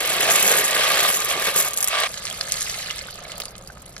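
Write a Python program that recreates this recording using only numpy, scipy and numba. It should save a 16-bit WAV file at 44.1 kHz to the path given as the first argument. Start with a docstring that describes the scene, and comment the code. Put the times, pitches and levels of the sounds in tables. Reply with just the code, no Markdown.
"""Pasta poured into sauce, then stirred

Dry elbow pasta slides out of a cardboard box and patters onto a heap in a slow cooker full of sauce.
The last pieces tick down, the box rattles once more and the pour cuts off abruptly. A wooden spoon
then stirs: pieces crackle and click, the sauce squelches and pops. Swarms of tiny ringing collisions
make the textures, heard close and in stereo in a small kitchen with a low hum."""
import sys
import numpy as np
from scipy import signal
from scipy.fft import rfft, irfft, next_fast_len
from scipy.io import wavfile
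from numba import njit

SR = 44100
rng = np.random.default_rng(int(sys.argv[2]) if len(sys.argv) > 2 else 0)


def unload_audio(sound):
    """Save the sound as a 16-bit wav file, at the path given as the first command line argument."""
    columns = np.transpose(np.atleast_2d(sound))
    # keep every value between -1 and 1, then stretch to whole-number steps
    steps = np.round(np.clip(columns, -1, 1) * 32767)
    wavfile.write(sys.argv[1], SR, steps.astype(np.int16))


N = 176400
TIME = np.arange(N) / SR
FFT_SIZE = next_fast_len(N + SR // 8, real=True)
FFT_HZ = np.fft.rfftfreq(FFT_SIZE, 1 / SR)
LEFT_RIGHT = np.array([[1], [-1]])


# Fader ride of the slide in the box. Each row: time in seconds, relative level in dB.
SLIDE = [(0.0, -28.5), (0.3, -22), (0.34, -28), (0.36, -22), (0.48, -26.5), (0.49, -22), (0.67, -27),
         (0.78, -21.5), (1.06, -23), (1.19, -32), (1.22, -28.5), (1.23, -35), (1.31, -25), (1.36, -30.5),
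         (1.43, -29.5), (1.48, -23.5), (1.52, -33), (1.56, -28.5), (1.68, -30.5), (1.73, -41), (1.88, -34),
         (1.94, -24.5), (2.05, -26), (2.07, -24.5)]
# Clumps hitting the box wall. Each row: start in seconds, relative level in dB.
KNOCKS = [(0.049, -20.5), (0.289, -12), (0.307, -13.5), (0.508, -20), (1.2205, -14.5), (1.986, -14.5),
          (2.021, -19), (2.0345, -10.5), (2.039, -23)]
# Papery EQ of the cardboard. Each row: frequency in Hz, relative level in dB.
BOX_TONE = [(100, -44), (300, -23), (600, -8), (950, -11), (1500, -1.5), (2700, 0), (4000, -2), (6000, -10),
            (10000, -12.5), (16000, -30)]
# Resonances of the box. Each row: centre in Hz, width in Hz, lift in dB.
BOX_MODES = [(492, 260, 5.5), (656, 130, 7), (760, 67, 6), (1210, 176, 3.5), (1642, 150, 4.5),
             (1912, 42, 5), (2203, 81, 6), (2573, 89, 3.5), (3300, 100, 4)]
# The box's hollow note, one narrow peak. 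Each row: frequency in Hz, relative level in dB.
HOLLOW_TONE = [(100, -60.5), (900, -22), (1100, -9), (1180, 1), (1280, -5), (1450, -17.5), (16000, -64)]

def box():
    """Pasta tumbles along the cardboard and clumps knock on its wall; the emptying box turns hollow."""
    slide = contacts(rate=2000, scatter_db=3, t60=0.0087, top_hz=15720, modes=10)
    hits = slide * curve(SLIDE, column=1) * undb(1.5) + undb(19) * cracks(KNOCKS, t60=0.022)
    pair = in_kitchen(hits, pot_db=-3, room_db=-8, pan_db=-1)
    hollow_gain = undb(-16 + 4 * TIME)  # swells by 4 dB a second
    return colour(pair, BOX_TONE, BOX_MODES) + hollow_gain * colour(pair, HOLLOW_TONE)


# The falling stream. Each row: time in seconds, relative levels of clicks and of thuds in dB.
STREAM = [(0.0, -37, -39.5), (0.052, -31.5, -33), (0.172, -31, -33), (0.182, -41, -42.5), (0.22, -30, -21),
          (0.244, -32, -34), (0.292, -33, -22.5), (0.31, -20.5, -27), (0.33, -27, -33), (0.516, -26, -26),
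          (0.684, -31, -36.5), (0.8, -33, -32), (1.106, -27, -34.5), (1.244, -34, -41.5),
          (1.326, -30.5, -36), (1.35, -42.5, -34), (1.436, -28, -34.5), (1.494, -33, -30.5),
          (1.528, -40.5, -41), (1.566, -24.5, -34.5), (1.704, -35.5, -49), (1.72, -39.5, -46.5)]
STREAM_END_S = 1.685  # only a trickle falls after this
# Single pieces landing hard. Each row: start in seconds, relative level in dB.
LANDINGS = [(0.206, -10), (0.301, -8), (0.308, -20), (0.317, -20), (0.358, -6), (0.402, -12), (0.427, -4),
            (0.456, -13), (1.561, -9), (1.577, -13), (1.602, -8), (1.649, -12.5), (1.677, -16),
            (1.708, -15.5), (1.734, -14), (1.740, -18.5), (1.763, -23), (1.768, -21), (1.774, -9),
            (1.779, -16), (1.785, -11), (1.8055, -13), (1.811, -12), (1.8153, -29), (1.8275, -8.5),
            (1.833, -13), (1.843, -7), (1.8483, -21), (1.8748, -9), (1.8835, -8), (1.895, -21.5),
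            (2.002, -11)]
# Brittle EQ of pasta hitting pasta. Each row: frequency in Hz, relative level in dB.
HEAP_TONE = [(100, -28.5), (600, -17.5), (2000, -16), (5500, -7.5), (7000, 1.5), (9000, -5), (11300, 4.5),
             (13000, -1.5), (16000, -22.5)]
# Air resonances of the pot. Each row: centre in Hz, width in Hz, lift or cut in dB.
POT_MODES = [(189, 59, 5.5), (426, 130, 5.5), (540, 64, 7.5), (670, 168, 4.5), (795, 135, 3),
             (1238, 194, 6.5), (1710, 140, 5), (1900, 53, -4.5), (2070, 135, 5), (2650, 64, 1),
             (3040, 100, 4)]

def heap():
    """Falling pieces click on those already there; a thinner stream makes fewer clicks."""
    trickle = undb(-57)
    flow = np.where(TIME < STREAM_END_S, curve(STREAM, column=1), trickle)
    density = np.clip(flow / flow.max(), .25, 1)
    patter = contacts(rate=1300 * density, scatter_db=3, t60=0.0034, top_hz=15800, modes=8)
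    patter = unit(patter / np.sqrt(density))  # evened out, so the flow alone sets the level
    clicks = patter * flow * undb(6) + undb(16) * cracks(LANDINGS, t60=.008)
    return colour(in_kitchen(clicks, pot_db=-5, room_db=-15, pan_db=-.8), HEAP_TONE, POT_MODES)


# Dull EQ of the heap's body. Each row: frequency in Hz, relative level in dB.
THUD_TONE = [(30, -28), (90, -14), (170, -6), (250, -11), (400, -1), (600, -4.5), (900, -4.5), (2000, -20),
             (16000, -63)]

def thuds():
    """The soft heap takes the stream with dull thuds that sound the pot."""
    fade = np.exp(-np.maximum(TIME - STREAM_END_S, 0) / 0.35)
    flow = curve(STREAM, column=2) * fade
    bumps = contacts(rate=350, scatter_db=0.5, t60=.014, top_hz=2110, modes=4) * flow * undb(-10.5)
    return colour(in_kitchen(bumps, pot_db=-5, room_db=-15, pan_db=-.5), THUD_TONE, POT_MODES)


# Fader rides of the stir. 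Each row: time in seconds, relative levels of crackle, squelch, sauce in dB.
STIR = [(2.09, -44.5, -44, -45), (2.26, -45, -40.5, -45), (2.402, -44, -42.5, -42),
        (2.53, -41.5, -39, -40.5), (2.636, -40, -39, -42), (2.716, -39, -36, -43.5),
        (2.85, -45, -37.5, -46.5), (3.042, -52, -44.5, -45.5), (3.27, -51.5, -48.5, -43),
        (3.356, -53, -45.5, -41.5), (3.494, -55, -54.5, -46), (3.732, -58.5, -59.5, -51.5),
        (4.0, -58, -55.5, -53)]
# Crisp EQ of the stirred pieces. Each row: frequency in Hz, relative level in dB.
CRACKLE_TONE = [(100, -37), (1500, -13), (4500, -5.5), (6500, 4.5), (9000, 0), (11300, 3.5), (13000, -5),
                (16000, -22)]

def crackle():
    """The spoon pushes dry pieces over each other; they click less often as they sink."""
    effort = curve(STIR, column=1)
    density = np.clip(effort / effort.max(), .15, 1)
    clicks = contacts(rate=1100 * density, scatter_db=4, t60=0.0022, top_hz=14900, modes=6)
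    clicks = unit(clicks / np.sqrt(density)) * effort * undb(6.5)
    return colour(in_kitchen(clicks, pot_db=-4.5, room_db=-17, pan_db=0), CRACKLE_TONE)


# Accents off the spoon. Each row: start in seconds, relative level in dB, band centre in Hz.
SNAPS = [(2.1416, -15.5, 4000), (2.175, -16.5, 2620), (2.222, -23, 1800), (2.2533, -12.5, 4200),
         (2.261, -19.5, 4200), (2.277, -15, 3200), (2.269, -15, 3100), (2.283, -20, 2600),
         (2.300, -15.5, 4200), (2.327, -18, 7000), (2.360, -35, 4500), (2.4103, -5.5, 3070),
         (2.514, -19, 4100), (2.521, -4, 5000), (2.5305, -20, 6000), (2.541, -13, 5000), (2.568, -18, 3000),
         (2.608, -11, 5000), (2.619, -9.5, 4800), (2.627, -12, 6500), (2.697, -11, 5030),
         (2.743, -16, 3000), (2.829, -19, 2400), (2.909, -10.5, 3000), (2.919, -24, 3470),
         (2.961, -21, 4940), (2.983, -18, 3970), (2.991, -16, 3940), (3.108, -24.5, 9000),
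         (3.1562, -24, 7000), (3.319, -17.5, 4020), (3.380, -17, 11000), (3.4012, -14.5, 2040),
         (3.4013, -10, 9500), (3.419, -15, 3000), (3.455, -16.5, 4940), (3.5536, -25, 2590),
         (3.5808, -25.5, 8600), (3.675, -25, 7000), (3.772, -29, 1400), (3.820, -27.5, 10000),
         (3.8615, -28, 6500), (3.965, -20, 2220), (3.980, -26, 4500)]
# Bright EQ of the snaps. Each row: frequency in Hz, relative level in dB.
SNAP_TONE = [(100, -56), (600, 2), (2000, -0.5), (5000, 4), (9000, 5.5), (11300, 8.5), (13000, 0),
             (16000, -10)]

def snaps():
    """Single pieces catch on the spoon and snap free, each around its own pitch."""
    out = np.zeros(N)
    for start, db, hz in SNAPS:
        band = signal.butter(2, [hz / 1.9, min(hz * 1.9, .45 * SR)], "bandpass", fs=SR, output="sos")
        click = signal.sosfilt(band, burst(t60=.006))
        add(out, start, undb(db + 10.5) * click / np.sqrt(np.sum(click ** 2)))
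    return colour(in_kitchen(out, pot_db=-6, room_db=-16, pan_db=-2), SNAP_TONE, POT_MODES)


# Wet upper-mid EQ of the squelch. Each row: frequency in Hz, relative level in dB.
SQUELCH_TONE = [(100, -37), (800, -13.5), (1300, -5), (2000, 2), (3000, 0.5), (4600, 5), (6500, -14),
                (16000, -22)]

def squelch():
    """Wet pieces stick and part in a fizz of tiny bubbles."""
    fizz = contacts(rate=900, scatter_db=6, t60=0.0082, top_hz=6980, modes=1)
    fizz *= curve(STIR, column=2) * undb(-.5)
    return colour(in_kitchen(fizz, pot_db=-4, room_db=-1, pan_db=-3.5), SQUELCH_TONE, POT_MODES)


# Thick midrange EQ of the sauce. Each row: frequency in Hz, relative level in dB.
SAUCE_TONE = [(50, -20), (250, -20), (420, -11), (620, 0), (900, -8.5), (1250, -3), (2000, -13),
              (4000, -14), (16000, -45)]

def sauce():
    """The spoon's blade churns the thick sauce below."""
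    churn = contacts(rate=500, scatter_db=3.5, t60=0.013, top_hz=3014, modes=3)
    churn *= curve(STIR, column=3) * undb(-8.5)
    return colour(in_kitchen(churn, pot_db=3, room_db=-22, pan_db=-3), SAUCE_TONE, POT_MODES)


# Pops in the sauce. Each row: start in seconds, relative level in dB, starting pitch in Hz.
POPS = [(2.311, -23.5, 3230), (2.903, -19, 2850), (3.012, -28, 4240), (3.085, -30, 1490),
        (3.251, -31, 2200), (3.482, -32, 4650), (3.674, -35, 4780), (3.7008, -31.5, 1510)]

def pops():
    """Small air pockets ring briefly with a rising pitch."""
    rise_per_s, t60 = 6.4, 0.02
    out, t = np.zeros(N), np.arange(SR // 20) / SR
    for start, db, hz in POPS:
        chirp = np.sin(2 * np.pi * hz * t * (1 + rise_per_s * t / 2))
        add(out, start, undb(db + 4) * chirp * decay(t, t60))
    return in_kitchen(out, pot_db=-19, room_db=-16, pan_db=-3.5)


# Bass-heavy EQ of the room tone. 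Each row: frequency in Hz, relative level in dB.
HUM_TONE = [(20, -9.5), (40, -3), (58, 0), (75, -7.5), (120, -5.5), (175, -4), (260, -16.5), (550, -13),
            (1000, -23), (3000, -44), (16000, -51.5)]

def hum():
    """Low steady rumble of the kitchen with a little hiss."""
    noise = irfft(diffuse(rng.standard_normal((2, N)), wide_hz=930), FFT_SIZE)[:, :N]
    return unit(colour(noise, HUM_TONE))


# Stereo placement of the direct sound. Each row: frequency in Hz, phase lead of the left in radians.
LEFT_LEAD = [(20, 1), (600, 0.18), (1300, 1.03), (2200, 1.34), (3000, 1.77), (6000, 1.79), (7500, 4),
             (16000, 3.5)]

def in_kitchen(x, pot_db, room_db, pan_db):
    """Direct sound in stereo plus its echoes; a negative pan leans right."""
    direct = rfft(x, FFT_SIZE) * np.exp(.5j * LEFT_RIGHT * over_hz(LEFT_LEAD, FFT_HZ))
    reflected = diffuse(echoes(x, pot_db, room_db), wide_hz=1300)
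    pair = irfft(direct + reflected, FFT_SIZE)[:, :N]
    total_power = 1 + undb(pot_db) ** 2 + undb(room_db) ** 2
    return pair / np.sqrt(total_power) * undb(LEFT_RIGHT * pan_db / 2)


def echoes(x, pot_db, room_db, pot_t60=.032, room_t60=.28):
    """Every contact happens somewhere else, so its echoes are fresh, dying noise of its colour."""
    size = 128
    power = abs(signal.stft(x, nperseg=size)[2]) ** 2
    tail = 0
    for db, t60 in ((pot_db, pot_t60), (room_db, room_t60)):
        feedback = decay(size / SR, t60)
        tail = tail + undb(db) ** 2 * signal.lfilter([0, 1 - feedback], [1, -feedback], power + 1e-18)
    noise = signal.stft(rng.standard_normal((2, N)), nperseg=size)[2]
    return signal.istft(noise / np.std(noise) * np.sqrt(tail), nperseg=size)[1][:, :N]


def diffuse(pair, wide_hz):
    """Left and right spectra of a diffuse field: alike in the bass, unrelated well above wide_hz."""
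    mid, side = rfft(pair, FFT_SIZE)
    alike = 1 / (1 + (FFT_HZ / wide_hz) ** 2)
    return (mid * np.sqrt(1 + alike) + LEFT_RIGHT * side * np.sqrt(1 - alike)) / np.sqrt(2)


def contacts(rate, scatter_db, t60, top_hz, modes):
    """Random collisions, `rate` a second, each with its own strength and briefly ringing modes."""
    most = 8000
    due = np.cumsum(rng.exponential(size=most))
    strength = np.clip(rng.standard_normal(most), -2, 2)
    start = np.searchsorted(np.cumsum(np.ones(N) * rate / SR), due)
    pitch, length, phase = rng.random((3, most * modes))
    gain = np.repeat(undb(scatter_db * strength), modes)
    return unit(ring(np.repeat(start, modes), gain, pitch * top_hz, t60 * (.5 + length), 2 * np.pi * phase))


@njit
def ring(start, gain, hz, t60, phase):
    """Sum of damped sines, each from its own start sample."""
    out = np.zeros(N)
    for k in range(len(start)):
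        phasor = gain[k] * np.exp(1j * phase[k])
        step = np.exp(2j * np.pi * hz[k] / SR - np.log(1000) / (t60[k] * SR))
        for i in range(start[k], min(N, start[k] + int(t60[k] * SR))):
            out[i] += phasor.imag
            phasor *= step
    return out


def cracks(rows, t60):
    """A short crack of noise for every row."""
    out = np.zeros(N)
    for start, db in rows:
        add(out, start, undb(db) * burst(t60))
    return out


def burst(t60):
    """Decaying noise of unit energy."""
    t = np.arange(SR // 16) / SR
    noise = rng.standard_normal(len(t)) * decay(t, t60)
    return noise / np.sqrt(np.sum(noise ** 2))


def colour(x, tone, modes=()):
    """EQ of unit power: a smooth spectrum with resonances on top."""
    size = 8192
    f = np.arange(size // 2 + 1) * SR / size
    peaks_db = sum(lift / (1 + (2 * (f - hz) / width) ** 2) for hz, width, lift in modes)
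    cepstrum = irfft(np.log(unit(undb(over_hz(tone, f) + peaks_db))))
    cepstrum[1:size // 2] *= 2  # minimum phase: nothing rings ahead of a hit
    cepstrum[size // 2 + 1:] = 0
    impulse = irfft(np.exp(rfft(cepstrum)))
    return irfft(rfft(x, FFT_SIZE) * rfft(impulse, FFT_SIZE), FFT_SIZE)[..., :N]


def curve(table, column):
    """One dB column of a time table as a gain per sample."""
    rows = np.array(table)
    return undb(np.interp(TIME, rows[:, 0], rows[:, column]))


def over_hz(points, f):
    """Join points on a log-frequency axis."""
    rows = np.array(points)
    return np.interp(np.log(f + 1), np.log(rows[:, 0]), rows[:, 1])


def add(out, start_s, x):
    """Mix a short sound in at a time."""
    i = int(start_s * SR)
    out[i:i + len(x)] += x[:N - i]


def decay(t, t60):
    """Fall by 60 dB every t60 seconds."""
    return np.exp(-np.log(1000) * t / t60)


def undb(db):
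    return 10 ** (np.asarray(db) / 20)


def unit(x):
    """Scale to rms 1."""
    return x / np.sqrt(np.mean(x ** 2))


def scene():
    """The pour, then a hard cut to the stir, where the hum sits a little louder."""
    cut_s, crossfade_s = 2.074, 0.0015
    stirring = np.clip((TIME - cut_s) / crossfade_s + .5, 0, 1)
    room = hum()
    pour = box() + heap() + thuds() + undb(-50.5) * room
    stir = crackle() + squelch() + sauce() + snaps() + pops() + undb(-46) * room
    return (1 - stirring) * pour + stirring * stir


def record(dry):
    """Flatten peaks at full scale, then cut the top treble steeply."""
    lowpass = signal.ellip(13, .2, 100, 15850, fs=SR, output="sos")
    return signal.sosfilt(lowpass, np.clip(dry, -1, 1))


dry = scene()
out = record(dry)
unload_audio(out)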